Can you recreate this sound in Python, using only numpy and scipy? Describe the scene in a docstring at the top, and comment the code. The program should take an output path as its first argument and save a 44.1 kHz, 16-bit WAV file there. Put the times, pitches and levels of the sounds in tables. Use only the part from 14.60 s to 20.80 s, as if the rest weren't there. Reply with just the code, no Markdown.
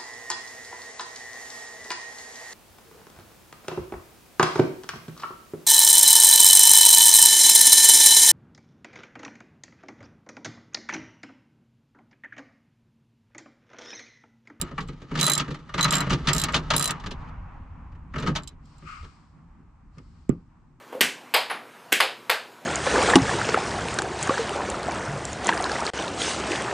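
"""Inside a van, a hand ratchet tightens a bolt on a steel seat frame, close to a camera; a car passes outside.
On each back swing the pawl clicks: noise cracks followed by decaying sines, the modes of the steel parts. Play
in socket and bracket knocks the frame and floor pan, as do the hand's later bumps and tap: pushes of noise
through resonances. Tyre roar, cabin boom and a low rumble are coloured noises; the car's distance sets roar and
boom. A hand slides on the camera body (filtered noise) and taps it (a damped, falling sine and a tick)."""
import sys
import numpy as np
from scipy import signal
from scipy.fft import rfft, irfft, next_fast_len
from scipy.io import wavfile
from scipy.ndimage import uniform_filter1d, map_coordinates

SR = 44100
rng = np.random.default_rng(int(sys.argv[2]) if len(sys.argv) > 2 else 0)


def materialize(psi):
    """Save the field psi as 16-bit PCM at rate SR to the path in sys.argv[1].

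    A 1-D psi becomes a single channel; in a 2-D psi each row is a channel.
    """
    bounded = np.clip(np.atleast_2d(psi).T, -1, 1)
    quanta = np.round(bounded * 32767).astype(np.int16)
    wavfile.write(sys.argv[1], SR, quanta)


N = 273420

# Spectral densities of tyre roar, low rumble and cabin boom. Columns: f/Hz, relative level/dB
TYRE_SPECTRUM = [(260, -44.5), (450, -12.5), (681, -8), (811, -2), (1080, 0), (1600, -10.5), (2510, -17.5),
                 (3790, -34.5), (7180, -44.5), (9000, -65.5), (11700, -92.5), (19800, -120)]
RUMBLE_SPECTRUM = [(12, -36.5), (20, -3.5), (48, 0), (64, -2.5), (81, -3.5), (110, -9), (140, -35.5),
                   (240, -120)]
BOOM_SPECTRUM = [(53, -30.5), (90, -12.5), (118, -4.5), (172, -0.5), (200, -13.5), (232, -6.5), (370, -22),
                 (415, -27.5), (500, -30), (650, -54), (1100, -120)]
# Course of the low rumble. Columns: t/s, level/dB
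RUMBLE_LEVEL = [(0, -34), (.12, -54), (.3, -37), (.47, -60.5), (1.1, -50), (1.5, -36.5), (2.1, -37),
                (2.36, -49), (2.46, -39), (2.75, -39), (3.23, -43.5), (3.75, -38.5), (3.96, -50),
                (4.36, -50.5), (4.44, -37), (4.53, -60), (5.44, -48.5), (6.2, -60.5)]
# Decay of the cabin's reverberation. Columns: f/Hz, t60/s
CABIN_DECAY = [(150, 0.21), (1000, 0.16), (5000, 0.035), (12000, 0.015)]
# Resonances of the camera shell. Columns: f/Hz, width/Hz, relative level/dB
SHELL_MODES = [(1140, 68, -3), (1289, 99, -2), (2145, 170, -16.5), (2428, 140, -16), (2820, 430, -23.5)]
# Spectral density of skin hiss. Columns: f/Hz, relative level/dB
SKIN_SPECTRUM = [(1800, -12), (3000, -6.5), (3620, -9), (4420, -4), (5190, -5), (6260, -13), (7600, -10),
                 (8300, -14.5), (9500, -24), (12000, -45), (16000, -72)]
# Skin strokes. Columns: start t/s, end t/s, shell level/dB, hiss level/dB
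STROKES = [(4.06, 4.221, -71.5, -67.5), (4.28, 4.335, -38, -57.5), (5.353, 5.63, -73.5, -73.5)]
# Fingertip and nail jog the shell. Columns: t/s, shell level/dB, hiss level/dB, t60/s
NAIL_CATCHES = [(5.383, -38, -50.5, 0.024), (5.695, -40, -73, 0.11)]
# One finger tap: t/s, thud level/dB, thud starting f/Hz, half length/s, tick level/dB, left-right level/dB
FINGER_TAP = (5.6945, -7.8, 370, .0025, -30, -9.5)
# Resonances of seat frame and floor pan. Columns: f/Hz, width/Hz, relative level/dB
FRAME_MODES = [(609, 79, -7), (907, 82, -4), (1061, 130, -2), (1277, 160, 1.5), (1576, 100, -2.5),
               (1816, 340, -4.5), (2540, 330, -10), (2900, 90, -4)]
PAN_MODES = [(133.4, 26, -4.5), (170, 38, 1), (294, 69, -6), (360, 85, -7.5), (490, 170, -14)]
# Spectral density of the sharp edges. Columns: f/Hz, relative level/dB
EDGE_SPECTRUM = [(1180, -38), (2000, -10), (2960, -1), (4300, -3.5), (5730, -10), (6470, -9.5), (9010, -25),
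                 (12100, -37.5), (16000, -82)]
# Knocks on the frame; those from 4.2 s on come with the hand's bumps and tap on the camera. Columns: t/s, frame
# level/dB, floor pan level/dB, edge level/dB
KNOCKS = [(0.012, -29, -24.5, -43), (0.089, -43, -41, -61), (0.11, -37, -27.5, -53),
          (0.178, -17.5, -27, -37), (0.204, -38.5, -30, -37), (0.277, -56, -33.5, -57),
          (0.285, -34, -31, -43.5), (0.416, -41, -32.5, -48), (0.512, -29, -21, -44.5),
          (0.552, -21.5, -26, -30), (0.573, -31.5, -29, -30.5), (0.589, -32, -27, -21),
          (0.673, -17, -40, -22), (0.781, -30.5, -35.5, -28.5), (0.796, -18, -22.5, -22),
          (0.878, -28.5, -23.5, -43.5), (0.905, -32.5, -26, -38), (0.942, -30, -44, -41),
          (1.091, -32.5, -54.5, -49), (1.139, -20, -21, -30), (1.178, -16, -26.5, -26),
          (1.19, -14, -31, -31), (1.246, -12, -19.5, -21.5), (1.279, -21.5, -27, -29),
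          (1.332, -20, -36, -16.5), (1.466, -23, -21, -40.5), (1.495, -23.5, -26.5, -28.5),
          (1.503, -16, -18.5, -26), (1.516, -21, -17.5, -31.5), (1.529, -23, -26, -25),
          (1.671, -14.5, -18, -18), (1.684, -12.5, -27.5, -17.5), (1.709, -22, -31, -41.5),
          (1.84, -22.5, -39.5, -24.5), (1.883, -18, -36.5, -34.5), (1.933, -15, -31.5, -31),
          (1.942, -13.5, -16.5, -15.5), (1.962, -23.5, -29, -24.5), (2.103, -9.5, -21, -16.5),
          (2.135, -14, -17, -22.5), (2.149, -43.5, -39, -34), (2.292, -18, -26.5, -28),
          (2.397, -46.5, -44, -45), (2.436, -30, -34, -45.5), (2.46, -27.5, -27, -33.5),
          (2.508, -30, -28.5, -34), (3.318, -52, -44.5, -67), (3.35, -49, -49, -68),
          (3.537, -26.5, -30.5, -48.5), (3.556, -24.5, -27, -42.5), (3.581, -26.5, -31.5, -36),
          (3.604, -35, -25, -56), (3.623, -24.5, -36, -37), (3.636, -32, -21.5, -53.5),
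          (3.662, -23, -35, -35.5), (3.671, -16.5, -19, -29), (3.687, -31, -20, -53),
          (3.751, -22, -37, -28), (3.759, -22, -31, -24.5), (3.782, -31, -62, -69), (4.22, -45, -35.5, -67),
          (4.424, -48, -39, -52), (4.443, -43, -50.5, -50), (5.366, -54, -38.5, -77),
          (5.385, -54, -45.5, -71), (5.69, -36, -25.5, -68)]
# Rise time constant/s and decay t60/s of a knock's force. Columns: frame, floor pan, edges
KNOCK_RISE_S = (0.0038, 0.0046, 0.0024)
KNOCK_T60_S = (0.05, 0.096, 0.071)
# Load on the socket while the wrench sits on the bolt, two spells. Columns: t/s, level/dB
LOAD = [
    [(0, -58), (.3, -57), (.47, -62.5), (.6, -44.5), (.9, -54), (1.0, -57), (1.15, -61), (1.5, -46),
     (2.0, -46.5), (2.35, -61.5), (2.55, -60), (2.7, -64)],
    [(3.5, -82), (3.6, -43.5), (3.72, -50.5), (3.8, -56.5), (3.95, -71)],
]
# Shares of load and of grinding, relative level/dB. Columns: frame, floor pan, edges
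LOAD_PARTS_DB = (-1, 7.5, -7)
GRIND_PARTS_DB = (-3, -9, -17)
# Back swings; as the grip shifts, each part's ring moves from first to middle to last click. Columns:
# start t/s, end t/s, grinding level/dB, then level over the crack/dB: socket x3, head x3, pawl x3,
# and the mean left-right level/dB
SWINGS = [(0, .03, -43, -21, -21.5, -20, -9, -14, -12, -13.5, -10, -10.5, -5.5),
          (.59, .79, -32.5, -16, -4, -19, -24.5, -10.5, -3, -18, -2.5, -16.5, -5.5),
          (1.209, 1.26, -30.5, -2.5, -3.5, -3, -10, -19, -20.5, -17.5, -12, -12.5, -6),
          (1.32, 1.42, -28, -18, -22, -12, -11, -6, -10.5, -24.5, -25.5, -17.5, -6.5),
          (1.72, 1.85, -33.5, -27.5, -17.5, -23, -6.5, -13.5, -20.5, -21.5, -16.5, -19, -5.5),
          (2.163, 2.32, -35, -17.5, -13, -23, -13.5, -19, -11.5, -4, -11, -15.5, -2.5)]
# A click outside a swing. Columns: level over the crack/dB of socket, head, pawl and whole wrench,
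# mean left-right level/dB
LOOSE_CLICK_DB = (-16.5, -8.5, -32, -9, -5.5)
# Pawl clicks. Columns: t/s, reference level/dB for crack and ring
CLICKS = [(0.0137, -15.5), (0.2285, -50), (0.277, -50.5), (0.2847, -52), (0.5995, -20), (0.6114, -10),
          (0.6294, -12.5), (0.6426, -15.5), (0.6532, -16.5), (0.6654, -13.5), (0.6803, -21), (0.698, -13.5),
          (0.7177, -17.5), (0.7342, -14), (0.7516, -16), (0.7779, -18.5), (1.2097, -14), (1.2286, -13.5),
          (1.2439, -16.5), (1.3078, -13.5), (1.3248, -15), (1.3398, -15.5), (1.3531, -13.5), (1.3682, -18),
          (1.3827, -18), (1.4055, -15), (1.732, -14), (1.7484, -18), (1.7643, -16), (1.7819, -13.5),
          (1.7977, -12.5), (1.8161, -12), (1.8382, -11.5), (1.924, -32.5), (2.164, -13), (2.1802, -15.5),
          (2.1956, -14.5), (2.2106, -18), (2.2254, -15), (2.242, -14), (2.2567, -13), (2.2766, -14),
          (2.3076, -14.5), (3.6004, -40), (3.823, -54), (3.8345, -38), (3.8751, -27.5), (3.8899, -48),
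          (4.0562, -55.5), (4.1829, -50.5)]
# Ratchet modes. Columns: mean f/Hz, mean relative level/dB, t60/s, the part that rings
STEEL_MODES = [(3980, 2, 0.059, "socket"), (4070, -8.5, .03, "socket"), (5130, -10, .03, "head"),
               (6404, -5, 0.04, "socket"), (7390, 5, 0.032, "head"), (7540, -4.5, 0.055, "pawl"),
               (9680, 6, 0.019, "pawl"), (11650, -19, 0.032, "all"), (12040, -8.5, 0.032, "pawl"),
               (14900, -28, .045, "all"), (15360, -30.5, .03, "all")]
# Spectral density of the crack. Columns: f/Hz, relative level/dB
CRACK_SPECTRUM = [(1500, -23.5), (3000, 2.5), (6000, -1), (8000, 2), (10500, -12.5), (12000, -13),
                  (13500, -25), (14600, -22.5), (16000, -34.5)]

# The passing car: time of nearest approach, distance then, speed
PASS_S, NEAREST_M, SPEED_M_S = 2.4, 5.87, 18.9
# Level at the nearest point, loss per doubling of distance
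TYRE_DB, TYRE_LOSS_DB, BOOM_DB, BOOM_LOSS_DB = -45, 7.5, -45.5, 4.5
FAR_TYRE_DB, STILL_BOOM_DB = -71, -60  # steady far traffic
ROCK_DB, ROCK_S = -6.5, 0.04  # knocks rock the van: level over the pan push, smoothing time
STROKE_RISE_DB_S, SHELL_FALL_DB_S, HISS_FALL_DB_S = 399.5, 114, 56  # slopes in dB/s
GRIND_RISE_DB_S, GRIND_FALL_DB_S = 302, 251
RING_SCATTER_DB = 0  # spread of each part's ring from click to click: none
TOP_HZ = 16500  # band limit


def amp(db):
    """Decibel law: amplitude gain of a level in dB."""
    return 10 ** (np.asarray(db) / 20)


def unit(x):
    """Normalisation of power: x scaled to rms 1."""
    return x / np.sqrt(np.mean(x ** 2) + 1e-20)


def along(points, hz):
    """Interpolation of (f, value) points on a logarithmic frequency axis."""
    f, value = np.transpose(points)
    return np.interp(np.log(hz + 1), np.log(f + 1), value)


def gains(*tables):
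    """Envelopes linear in dB, one per level column; silent outside the tables, with soft ends."""
    t = np.arange(N) / SR
    hard = 0
    for rows in tables:
        times, *levels = np.transpose(rows)
        hard = hard + amp([np.interp(t, times, level, -150, -150) for level in levels])
    return abs(uniform_filter1d(hard, size=300, mode="nearest"))


def held(start, end, db, rise_db_s, fall_db_s):
    """Exponential growth to a level, held from start to end, then exponential decay."""
    t = np.arange(N) / SR
    early = np.clip(start - t, 0, None)
    late = np.clip(t - end, 0, None)
    return amp(db - rise_db_s * early - fall_db_s * late)


def wobble(rate):
    """Band-limited random modulation: a smooth curve through rate random knots a second."""
    knots = rng.standard_normal(int(N * rate / SR) + 4)
    return map_coordinates(knots, [np.arange(N) * rate / SR])


def filtered(x, response):
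    """Linear filtering: the spectrum of x times a complex response of frequency."""
    m = next_fast_len(N + SR // 2)
    return irfft(rfft(x, m) * response(np.fft.rfftfreq(m, 1 / SR)), m)[..., :N]


def resonant(peaks, top_hz):
    """Modal superposition: causal damped resonances, rolled off above top_hz; white noise keeps its rms."""
    def response(f):
        total = 0
        for k, (centre, width, db) in enumerate(peaks):
            damping = 1j * f * width
            sign = (-1) ** k  # neighbouring modes have opposite signs
            total = total + sign * amp(db) * damping / (centre * centre - f * f + damping)
        total = total / (1 + 1j * f / top_hz) ** 2
        return total / np.sqrt(np.mean(abs(total) ** 2))
    return response


def coloured(points):
    """Spectral shaping by an (f/Hz, level/dB) curve; white noise keeps its rms."""
    return lambda f: unit(amp(along(points, f)))


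def pair(alike):
    """Partial coherence: two noises whose correlation is alike."""
    turn = np.arccos(np.clip(alike, -1, 1)) / 2
    a, b = rng.standard_normal((2, N))
    shared, opposed = np.cos(turn) * a, np.sin(turn) * b
    return np.array([shared + opposed, shared - opposed])


def sides(db):
    """Interchannel level difference: left and right gains, left louder by db."""
    return amp([[db / 2], [-db / 2]])


def outside():
    """Spreading loss: tyre roar and cabin boom swell as the car nears; a low rumble joins the van's rocking."""
    travelled = SPEED_M_S * (np.arange(N) / SR - PASS_S)
    doublings = np.log2(np.hypot(1, travelled / NEAREST_M))
    tyre = np.hypot(amp(TYRE_DB - TYRE_LOSS_DB * doublings), amp(FAR_TYRE_DB))
    boom = np.hypot(amp(BOOM_DB - BOOM_LOSS_DB * doublings), amp(STILL_BOOM_DB))
    pan_push = pushes()[1]
    rock = amp(ROCK_DB) * abs(uniform_filter1d(pan_push, round(ROCK_S * SR)))
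    rumble = np.hypot(gains(RUMBLE_LEVEL), rock)
    return (tyre * amp(1.2 * wobble(14)) * filtered(pair(0.61), coloured(TYRE_SPECTRUM))
            + rumble * amp(0.5 * wobble(12)) * filtered(pair(1.0), coloured(RUMBLE_SPECTRUM))
            + boom * amp(1.8 * wobble(14)) * filtered(pair(0.85), coloured(BOOM_SPECTRUM)))


def cabin(x, wet_db):
    """Reverberation: each frequency decays at its own rate; the bass is alike at both ports."""
    hz, t, (common, opposed) = signal.stft(rng.standard_normal((2, SR // 2)), SR, nperseg=256)
    opposed *= np.clip(hz / 2500, 0.15, 1)[:, None]
    decay = amp(-60 * t / along(CABIN_DECAY, hz)[:, None])
    tail = signal.istft(np.array([common + opposed, common - opposed]) * decay, SR, nperseg=256)[1]
    tail = tail / np.linalg.norm(tail[0])
    delayed = np.pad(x.mean(0), (100, 0))[None]  # 100 samples
    return x + amp(wet_db) * signal.fftconvolve(delayed, tail, axes=1)[:, :N]


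def slide():
    """Friction excitation: sliding skin drives the camera shell near the left port and hisses."""
    shell = sum(held(start, end, db, STROKE_RISE_DB_S, SHELL_FALL_DB_S) for start, end, db, _ in STROKES)
    skin = sum(held(start, end, db, STROKE_RISE_DB_S, HISS_FALL_DB_S) for start, end, _, db in STROKES)
    for when, shell_db, hiss_db, t60 in NAIL_CATCHES:
        since = np.arange(N) / SR - when
        catch = (since > 0) * amp(-60 * np.clip(since, 0, 1) / t60)
        shell = shell + amp(shell_db) * catch
        skin = skin + amp(hiss_db) * catch
    modes = resonant(SHELL_MODES, top_hz=6000)

    def radiated(f):
        """Radiation efficiency: the small shell radiates little bass."""
        return modes(f) * (1j * f / 900 / (1 + 1j * f / 900)) ** 2

    return (filtered(shell * pair(0.36), radiated) * sides(7)
            + filtered(skin * pair(0.3), coloured(SKIN_SPECTRUM)) * sides(2.0))


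def tap():
    """Soft impact near the right port: the fingertip flattens, so the push swells, falls in pitch and is damped."""
    s, thud_db, thud_hz, half, tick_db, pan_db = FINGER_TAP
    t = np.arange(N) / SR - s
    swell = (t > 0) * np.exp(-((t - 1.3 * half) / half) ** 2 / 2)
    thud = amp(thud_db) * swell * np.sin(2 * np.pi * thud_hz * (t - 55 * t * t))
    nail = np.clip(t + 0.0007, 0, 0.05)  # the nail lands 0.7 ms ahead
    tick = amp(tick_db - 60 * nail / 0.005) * np.sin(2 * np.pi * 7500 * nail)
    return sides(pan_db) * (thud + tick)


def pushes():
    """Impulsive force: each knock rises and decays exponentially on frame, floor pan and edges."""
    push, t = np.zeros((3, N + SR)), np.arange(SR // 5) / SR
    t60, rise = np.array(KNOCK_T60_S)[:, None], np.array(KNOCK_RISE_S)[:, None]
    shape = amp(-60 * t / t60) * (1 - np.exp(-t / rise))
    for s, db, pan_db, edge_db in KNOCKS:
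        push[:, round(s * SR):][:, :len(t)] += amp([[db], [pan_db], [edge_db]]) * shape
    return push[:, :N]


def frame():
    """Forced vibration: rough knocks and grainy grinding shake frame, floor pan and sharp edges."""
    swing = sum(held(start, end, db, GRIND_RISE_DB_S, GRIND_FALL_DB_S) for start, end, db, *_ in SWINGS)
    grind = amp(GRIND_PARTS_DB)[:, None] * swing + amp(LOAD_PARTS_DB)[:, None] * gains(*LOAD)
    # loose parts rattle: the push comes in lumps
    rattle = unit(amp(0.67 * wobble(250)))
    grain = unit(amp(2.8 * wobble(60) + 2.1 * wobble(300)))
    steel, pan, edge = np.hypot(pushes() * rattle, grind * grain)
    return (filtered(steel * pair(0.89), resonant(FRAME_MODES, top_hz=3500)) * sides(1.5)
            + filtered(pan * pair(0.98), resonant(PAN_MODES, top_hz=600.4)) * sides(-0.8)
            + filtered(edge * pair(0.8), coloured(EDGE_SPECTRUM)) * sides(-0.5))


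def ring_levels(s):
    """Modal participation: ring of each part over the crack, and the side, for a click at s."""
    socket, head, tooth, whole, pan_db = LOOSE_CLICK_DB
    for start, end, _, *levels, side_db in SWINGS:
        if start <= s <= end:
            knots = [start, (start + end) / 2, end]
            socket, head, tooth = (np.interp(s, knots, part) for part in np.split(np.array(levels), 3))
            whole, pan_db = 0, side_db
    part_db = [socket, head, tooth, whole] + rng.normal(0, RING_SCATTER_DB, size=4)
    return dict(zip(["socket", "head", "pawl", "all"], part_db)), pan_db


def pawl():
    """Impact and free vibration: each drop of the pawl cracks, then rings the modes of the steel parts."""
    rings, cracks, t = np.zeros((2, N + SR)), np.zeros((2, N + SR)), np.arange(SR // 10) / SR
    onset = 1 - np.exp(-t / 0.00023)
    crack_decay = amp(-16 - 60 * t / 0.0061) + amp(-11.5 - 60 * t / 0.036)
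    for s, click_db in CLICKS:
        part_db, pan_db = ring_levels(s)
        pan_db += rng.normal(0, 4.1)
        at = round(s * SR)
        for hz, db, t60, part in STEEL_MODES:
            drift = np.cumsum(rng.normal(0, hz * 7.5e-6, len(t)))
            pitch = hz * rng.normal(1, 0.003)
            phases = rng.normal(0, 0.95, (2, 1))  # each port has its own
            wave = np.sin(2 * np.pi * pitch * t + drift + phases)
            mode_db = click_db + part_db[part] + db + rng.normal(0, 1.1)
            level = amp(mode_db - 60 * t / t60) * onset
            rings[:, at:][:, :len(t)] += sides(pan_db) * level * wave
        cracks[:, at:][:, :len(t)] += sides(pan_db) * amp(click_db) * crack_decay
    # the pawl chatters on the tooth: crack and ring are rough
    chatter = unit(amp(2.5 * wobble(350)))
    rough_ring = rings[:, :N] * unit(amp(1.5 * wobble(250)))
    return rough_ring + filtered(cracks[:, :N] * chatter * pair(0.5), coloured(CRACK_SPECTRUM))


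def scene():
    """Superposition of all sources at the two ports; the wrench is a little nearer the right one."""
    work = cabin(pawl() + frame(), wet_db=-8.0)
    work[0] = np.roll(work[0], 1)  # left arrives one sample later
    touch = cabin(slide() + tap(), wet_db=-14.0)
    return work + touch + outside()


def record(dry):
    """Transducer noise and band limiting: a faint microphone hiss; nothing is kept from TOP_HZ up."""
    hiss_spectrum = [(1000, 0.5), (8000, -2.0), (10000, -18.5), (16000, -25.5)]  # f/Hz, relative level/dB
    hiss = amp(-83) * filtered(pair(0.1), coloured(hiss_spectrum))
    return filtered(dry + hiss, lambda hz: hz < TOP_HZ)


dry = scene()
out = record(dry)
materialize(out)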